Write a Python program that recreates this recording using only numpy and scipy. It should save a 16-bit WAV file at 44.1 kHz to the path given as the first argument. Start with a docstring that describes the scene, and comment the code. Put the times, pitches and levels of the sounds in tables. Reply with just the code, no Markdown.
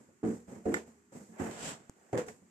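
"""Footsteps up a wooden staircase

Someone climbs a narrow stairwell, holding a camera. Four heavy footfalls ring the stair and boom
between the walls, with lighter knocks as the weight shifts. A board cracks, a sole slides over a
tread, clothes rustle, and a finger taps the camera once."""
import sys
import numpy as np
from scipy import signal
from scipy.fft import rfft, irfft, next_fast_len
from scipy.io import wavfile
from scipy.ndimage import uniform_filter1d, map_coordinates

SR = 44100
rng = np.random.default_rng(int(sys.argv[2]) if len(sys.argv) > 2 else 0)


def output_pcm(signal):
    """Save a mono or channel-first signal as 16-bit PCM at the path in sys.argv[1].

    Samples are clipped to [-1, 1] before scaling.
    """
    pcm = np.clip(np.atleast_2d(signal).T, -1, 1) * 32767
    wavfile.write(sys.argv[1], SR, np.round(pcm).astype(np.int16))


N = 110250

# spectrum of the boom between the walls: f/Hz, level/dB
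BOOM_SPECTRUM = [(30, -84), (55, -17), (80, -4.5), (130, -0.5), (200, 3), (330, -1.5), (520, -2),
                 (610, -7.5), (760, -13.5), (1000, -16), (1600, -26), (3000, -60)]
TREAD_RISE_S, TREAD_T60_S = 0.0039, 0.13


def amp(db):
    """Decibels to gain."""
    return 10 ** (np.asarray(db) / 20)


def along(points, hz):
    """Read a curve of (frequency, value) points on a log frequency axis."""
    freqs, values = np.transpose(points)
    return np.interp(np.log(hz + 1), np.log(freqs + 1), values)


def filtered(x, response):
    """Equalise x with a gain given as a function of frequency."""
    size = next_fast_len(N + 8192)
    return irfft(rfft(x, size) * response(np.fft.rfftfreq(size, 1 / SR)), size)[..., :N]


def since(start):
    """Seconds since start, zero before it."""
    return np.maximum(np.arange(N) / SR - start, 0)


def swell(start, rise, hold, t60):
    """Envelope with attack, hold and exponential release, all in seconds."""
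    t = since(start)
    return (1 - np.exp(-t / rise)) * amp(-60 * np.maximum(t - hold, 0) / t60)


def note(start, hz, rise, t60):
    """One damped mode."""
    return swell(start, rise, 0, t60) * np.sin(2 * np.pi * hz * since(start))


def grain(rate, depth_db):
    """Random flutter of gain, with rate new values a second."""
    knots = rng.standard_normal(int(N * rate / SR) + 4)
    return amp(depth_db * map_coordinates(knots, [np.arange(N) * rate / SR]))


def diffuse(spectrum, colour=lambda hz: 1):
    """Shaped stereo noise of rms 1, narrow in the bass and wide in the treble."""
    # likeness of left and right: f/Hz, correlation
    likeness = [(60, 0.81), (200, 0.92), (450, 0.51), (800, 0.33), (1300, -0.34), (2500, 0.15),
                (5000, 0.0049)]

    def response(hz):
        width = np.arccos(np.clip(along(likeness, hz), -1, 1)) / 2
        return amp(along(spectrum, hz)) * colour(hz) * np.array([np.cos(width), np.sin(width)])
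    mid, side = filtered(rng.standard_normal((2, N)), response)
    pair = np.array([mid + side, mid - side])
    power = uniform_filter1d(np.mean(pair ** 2, axis=0), size=2205)
    return pair / np.sqrt(np.abs(power) + 1e-20)


def room_tone():
    """The quiet of the house: a faint, steady bed of low noise."""
    # spectrum of the quiet house: f/Hz, level/dB
    spectrum = [(25, -57), (50, -21), (80, -3), (140, -2.5), (230, 4.5), (400, -0.5), (520, -23),
                (700, -14), (1200, -10.5), (1900, -11.5), (3800, -26), (5600, -20.5), (7400, -9.5),
                (9600, -26.5), (14000, -32.5)]
    return amp(-67) * diffuse(spectrum)


def rustle():
    """Cloth brushes as the legs move, and an airy high hiss swells with each step and movement."""
    # steps and movements: t/s, rise/s, hold/s, brush/dB, hiss/dB
    movements = [(0, 0.0013, 0.0073, -66.5, -69), (0.238, 0.014, 0.11, -58, -59.5),
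                 (0.472, 0.01, 0.092, -59, -64.5), (0.639, 0.064, 0.094, -50.5, -56.5),
                 (0.861, 0.0067, 0.028, -66.5, -69), (1.117, 0.013, 0.062, -56, -59.5),
                 (1.195, 0.036, 0.11, -93, -70), (1.314, 0.036, 0.11, -55, -70),
                 (1.381, 0.018, 0.086, -44, -54), (1.946, 0.016, 0.28, -66, -73),
                 (2.262, 0.0048, 0.0067, -57.5, -56.5)]
    # dull brush of cloth: f/Hz, level/dB
    brush_spectrum = [(100, -33), (400, 6), (600, 3.5), (800, 3), (1100, -5), (1900, -5), (3000, -16.5),
                      (5000, -37.5)]
    # airy high hiss: f/Hz, level/dB
    hiss_spectrum = [(2000, -24), (4000, -16.5), (5600, -9.5), (6800, -4), (7500, 0), (8300, -5),
                     (9600, -16.5), (14000, -21.5)]
    brush, hiss = diffuse(brush_spectrum), diffuse(hiss_spectrum)
    swells = sum(swell(start, rise, hold, t60=0.46) * (amp(brush_db) * brush + amp(hiss_db) * hiss)
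                 for start, rise, hold, brush_db, hiss_db in movements)
    return grain(rate=140, depth_db=0.8) * swells


def finger_tap():
    """A finger gives the camera body one low push and a thin tick."""
    # tick of the camera body: f/Hz, level/dB
    tick_spectrum = [(500, 8), (2000, -17), (4000, -15), (5600, -6.5), (7400, 7.5), (9500, -17),
                     (14000, -12)]
    start, push_hz, push_t60 = 1.8965, 205, 0.0071
    t = since(start)
    push = -amp(-32.5 - 60 * t / push_t60) * np.sin(2 * np.pi * push_hz * t)
    tick = amp(-39) * swell(start, rise=0.0001, hold=0.00024, t60=0.0023) * diffuse(tick_spectrum)
    return push + tick


def sole_slide():
    """A sole drags over the tread, hissing more as it speeds up."""
    # course of the slide, in relative levels: t/s, rasp/dB, hiss/dB
    course = [(1.5, -65, -71), (1.514, -65, -60), (1.55, -61, -60.5), (1.662, -53, -47.5),
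              (1.706, -53, -49), (1.786, -69.5, -71), (1.86, -75.5, -77)]
    # low rasp of sole on wood: f/Hz, level/dB
    rasp_spectrum = [(30, -24), (70, -6), (140, 4.5), (220, 4.5), (320, -1), (700, 2), (1050, -4.5),
                     (1800, -4.5), (2700, -17.5), (4000, -69), (7000, -48)]
    # bright hiss of the slide: f/Hz, level/dB
    hiss_spectrum = [(1500, -12), (3000, -3), (4200, -9), (6400, -5.5), (7100, -1.5), (7550, 4), (8200, -4),
                     (9500, -17), (14000, -27)]
    times, rasp_db, hiss_db = np.transpose(course)
    t = np.arange(N) / SR
    contact = np.interp(t, [times[0] - 0.02, times[0], times[-1], times[-1] + 0.15], [0, 1, 1, 0])
    rasp = amp(10 + np.interp(t, times, rasp_db)) * diffuse(rasp_spectrum)
    hiss = amp(6 + np.interp(t, times, hiss_db)) * diffuse(hiss_spectrum)
    return contact * grain(rate=170, depth_db=0.8) * (rasp + hiss)


def board_cracks():
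    """A bright-edged snap briefly rings a board and the microphone, and the walls answer."""
    # cracks of boards and shoes: t/s, snap/dB, ring/dB, room/dB, edge/dB
    cracks = [(0.7412, -33.5, -28.5, -45, -31), (.767, -51, -39.5, -54.5, -65), (1.511, -46, -62, -58, -44),
              (2.129, -46, -56, -61, -72), (2.176, -35.5, -64, -43, -56), (2.284, -43, -50, -55.5, -45)]
    # body of the snap: f/Hz, level/dB
    snap_spectrum = [(200, -18), (700, 7), (1300, -1.5), (1900, -1), (2700, -6), (4000, -13.5),
                     (5600, -10.5), (7400, -3), (9500, -19), (14000, -28)]
    # bright first edge of a crack: f/Hz, level/dB
    edge_spectrum = [(1000, -4), (4000, -3.5), (7400, 3), (10000, -2.5), (14000, -12.5)]
    # ringing tones of the crack, board modes plus a thin high microphone ring: f/Hz, level/dB, t60/s
    tones = [(1446, 7, 0.028), (1780, 1.5, 0.06), (2057, 10, 0.025), (2205, -4, 0.042), (3665, -20, 0.09),
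             (7300, 3, 0.053)]
    snap = diffuse(snap_spectrum)
    room = diffuse(snap_spectrum) * grain(rate=840, depth_db=0.5)
    edge = diffuse(edge_spectrum)
    ring_pan = np.array([[-0.6], [1.1]])  # to the right, in opposite phase on the left
    out = np.zeros((2, N))
    for start, snap_db, ring_db, room_db, edge_db in cracks:
        t = since(start)
        ring = sum(amp(db - 60 * t / t60) * np.sin(2 * np.pi * hz * t) for hz, db, t60 in tones)
        attack = 1 - np.exp(-t / 0.0015)
        out += amp(edge_db) * swell(start, rise=0.0001, hold=0.00031, t60=0.0016) * edge
        out += amp(snap_db) * swell(start, rise=0.00011, hold=0.00081, t60=0.036) * snap
        out += amp(ring_db) * attack * ring * ring_pan
        out += amp(room_db) * swell(start, rise=0.0043, hold=0.016, t60=0.2) * room
    return out


def tread_colour(hz, tread_hz):
    """Each spot on the stair favours the frequencies around its own note."""
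    width_octaves, off_note_db = 0.57, -12.5
    distance = np.log2((hz + 1) / tread_hz) / width_octaves
    return amp(off_note_db * (1 - np.exp(-0.5 * distance ** 2)))


def stair_ring(start, tread_hz):
    """The stair's modes build up under a soft sole and die away."""
    # modes of the wooden stair: f/Hz, level/dB, t60/s
    modes = [(80.2, -18, 0.82), (120, -6, 0.35), (183, -2.5, 0.37), (223.1, 3.5, 0.34), (236.5, -24, 1.2),
             (271.4, -10, 0.27), (318.4, 1.5, 0.2), (365.7, -6, 0.32), (410, -38, 2.73), (448.6, 2.5, 0.26),
             (481, -11, 0.43), (526, -33, 0.1), (726, 0, 0.19)]
    t = np.arange(SR) / SR
    spread = 0.00042 * np.array([[1], [-1]])  # rad/Hz: higher modes reach the two microphones less alike
    ring = np.zeros((2, SR))
    for k, (hz, db, t60) in enumerate(modes):
        envelope = tread_colour(hz, tread_hz) * amp(db - 60 * t / t60)
        phase = 2 * np.pi * hz * t + (-1) ** (k // 2) * spread * hz
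        ring += (-1) ** k * envelope * np.sin(phase)
    build_up = (1 - np.exp(-t / 0.015)) ** 2
    return np.pad(ring * build_up, ((0, 0), (round(start * SR), N)))[:, :N]


def foot_knocks():
    """Toes and heels touch the treads lightly as the weight shifts."""
    # light touches: t/s, stair ring/dB, boom/dB, tread note/Hz, tread note/dB
    knocks = [(.003, -63, -56.5, 250, -68), (0.088, -68, -62, 240, -56), (0.313, -46, -47.5, 208, -76),
              (.479, -47, -50, 179, -41), (0.516, -75, -48.5, 243, -36.5), (0.557, -45, -55, 202, -43),
              (.875, -63, -61.5, 248, -48), (1.122, -56, -54, 537, -51), (1.151, -57, -49.5, 238.7, -40),
              (1.209, -67, -61, 203, -43), (1.287, -48.5, -58, 205, -72), (1.463, -40, -40, 340, -54),
              (1.802, -68, -62, 398, -62), (2.183, -40, -40.5, 492.7, -23.5), (2.278, -67, -50.5, 437, -39),
              (2.419, -59.5, -63.5, 193, -54.5)]
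    out, boom = np.zeros((2, N)), diffuse(BOOM_SPECTRUM)
    for start, ring_db, boom_db, tread_hz, tread_db in knocks:
        out += amp(ring_db) * stair_ring(start, tread_hz)
        out += amp(tread_db) * note(start, tread_hz, TREAD_RISE_S, TREAD_T60_S)
        out += amp(boom_db) * swell(start, rise=0.00067, hold=0.0027, t60=0.28) * boom
    return out


def footfalls():
    """The sole touches and slaps, body weight thumps and rings the wood, and the stairwell booms."""
    # heavy steps: t/s, stair ring/dB, boom/dB, boom hold/s, tread note/Hz, tread note/dB,
    # thump/Hz, thump/dB, slap/dB, contact/dB
    steps = [(0.2299, -22.5, -34, 0.081, 305, -31.5, 111, -40.5, -54, -42),
             (0.655, -22.5, -35, 0.098, 374, -42, 82.3, -37, -55, -38),
             (1.397, -33, -34.5, 0.018, 270.6, -32, 88, -33, -54.5, -44),
             (2.129, -38, -31.5, 0.045, 480, -37, 120.7, -27.5, -48, -36.5)]
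    # first touch of the sole: f/Hz, level/dB
    contact_spectrum = [(120, -49), (300, -18.5), (520, 5.5), (760, 3), (1050, -28.5), (1900, -30),
                        (3000, -36), (5000, -39), (7400, -39.5), (14000, -60)]
    # slap of the sole: f/Hz, level/dB
    slap_spectrum = [(300, -52), (700, -3), (1100, -6.5), (1800, -8), (2600, -19), (4000, -33),
                     (5600, -30.5), (7400, -17.5), (9500, -31.5), (14000, -49)]
    slap = diffuse(slap_spectrum) * grain(rate=300, depth_db=3.5)
    out = np.zeros((2, N))
    for (start, ring_db, boom_db, boom_hold, tread_hz, tread_db,
         thump_hz, thump_db, slap_db, contact_db) in steps:
        boom = diffuse(BOOM_SPECTRUM, lambda hz: tread_colour(hz, tread_hz))
        contact = diffuse(contact_spectrum)
        out += amp(contact_db) * swell(start, rise=0.00086, hold=0.0085, t60=0.052) * contact
        out += amp(slap_db) * swell(start, rise=0.00041, hold=0.075, t60=0.21) * slap
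        out += amp(thump_db) * note(start, thump_hz, rise=0.01, t60=0.165)
        out += amp(tread_db) * note(start, tread_hz, TREAD_RISE_S, TREAD_T60_S)
        # the ball of the foot lands just after the heel
        out += amp(tread_db + 3) * note(start + 0.022, tread_hz, rise=0.0013, t60=0.012)
        out += amp(ring_db) * stair_ring(start, tread_hz)
        out += amp(boom_db) * swell(start, rise=0.0017, hold=boom_hold, t60=0.19) * boom
    return out


def scene():
    """All sources over the quiet of the house, leaning a little to the right."""
    # stereo balance: f/Hz, left minus right/dB
    balance = [(100, -2.8), (200, -3), (450, .3), (800, -1.5), (1400, -6), (2500, -4.5), (4500, 4),
               (8000, -1), (12000, -9)]
    mix = footfalls() + foot_knocks() + board_cracks() + sole_slide()
    mix = mix + rustle() + finger_tap() + room_tone()
    return filtered(mix, lambda hz: amp(np.array([[0.5], [-0.5]]) * along(balance, hz)))


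def record(dry):
    """The camera dips bands near or below its noise threshold and cuts off the very top."""
    # threshold of the noise suppressor: f/Hz, band level/dB
    threshold = [(60, -60), (150, -56), (250, -72), (400, -68), (600, -69.5), (1000, -76), (2000, -75),
                 (4000, -92), (7400, -82.5), (14000, -90.5)]
    suppress_db, top_hz = -2, 14400
    band_hz, _, bands = signal.stft(dry, SR, nperseg=512)
    power = np.abs(uniform_filter1d(np.mean(np.abs(bands) ** 2, axis=0), size=3, axis=1))
    weakness = 1 / (1 + power / amp(along(threshold, band_hz))[:, None] ** 2)
    _, suppressed = signal.istft(bands * amp(suppress_db * weakness), SR, nperseg=512)
    return filtered(suppressed[:, :N], lambda hz: hz < top_hz)


dry = scene()
out = record(dry)
output_pcm(out)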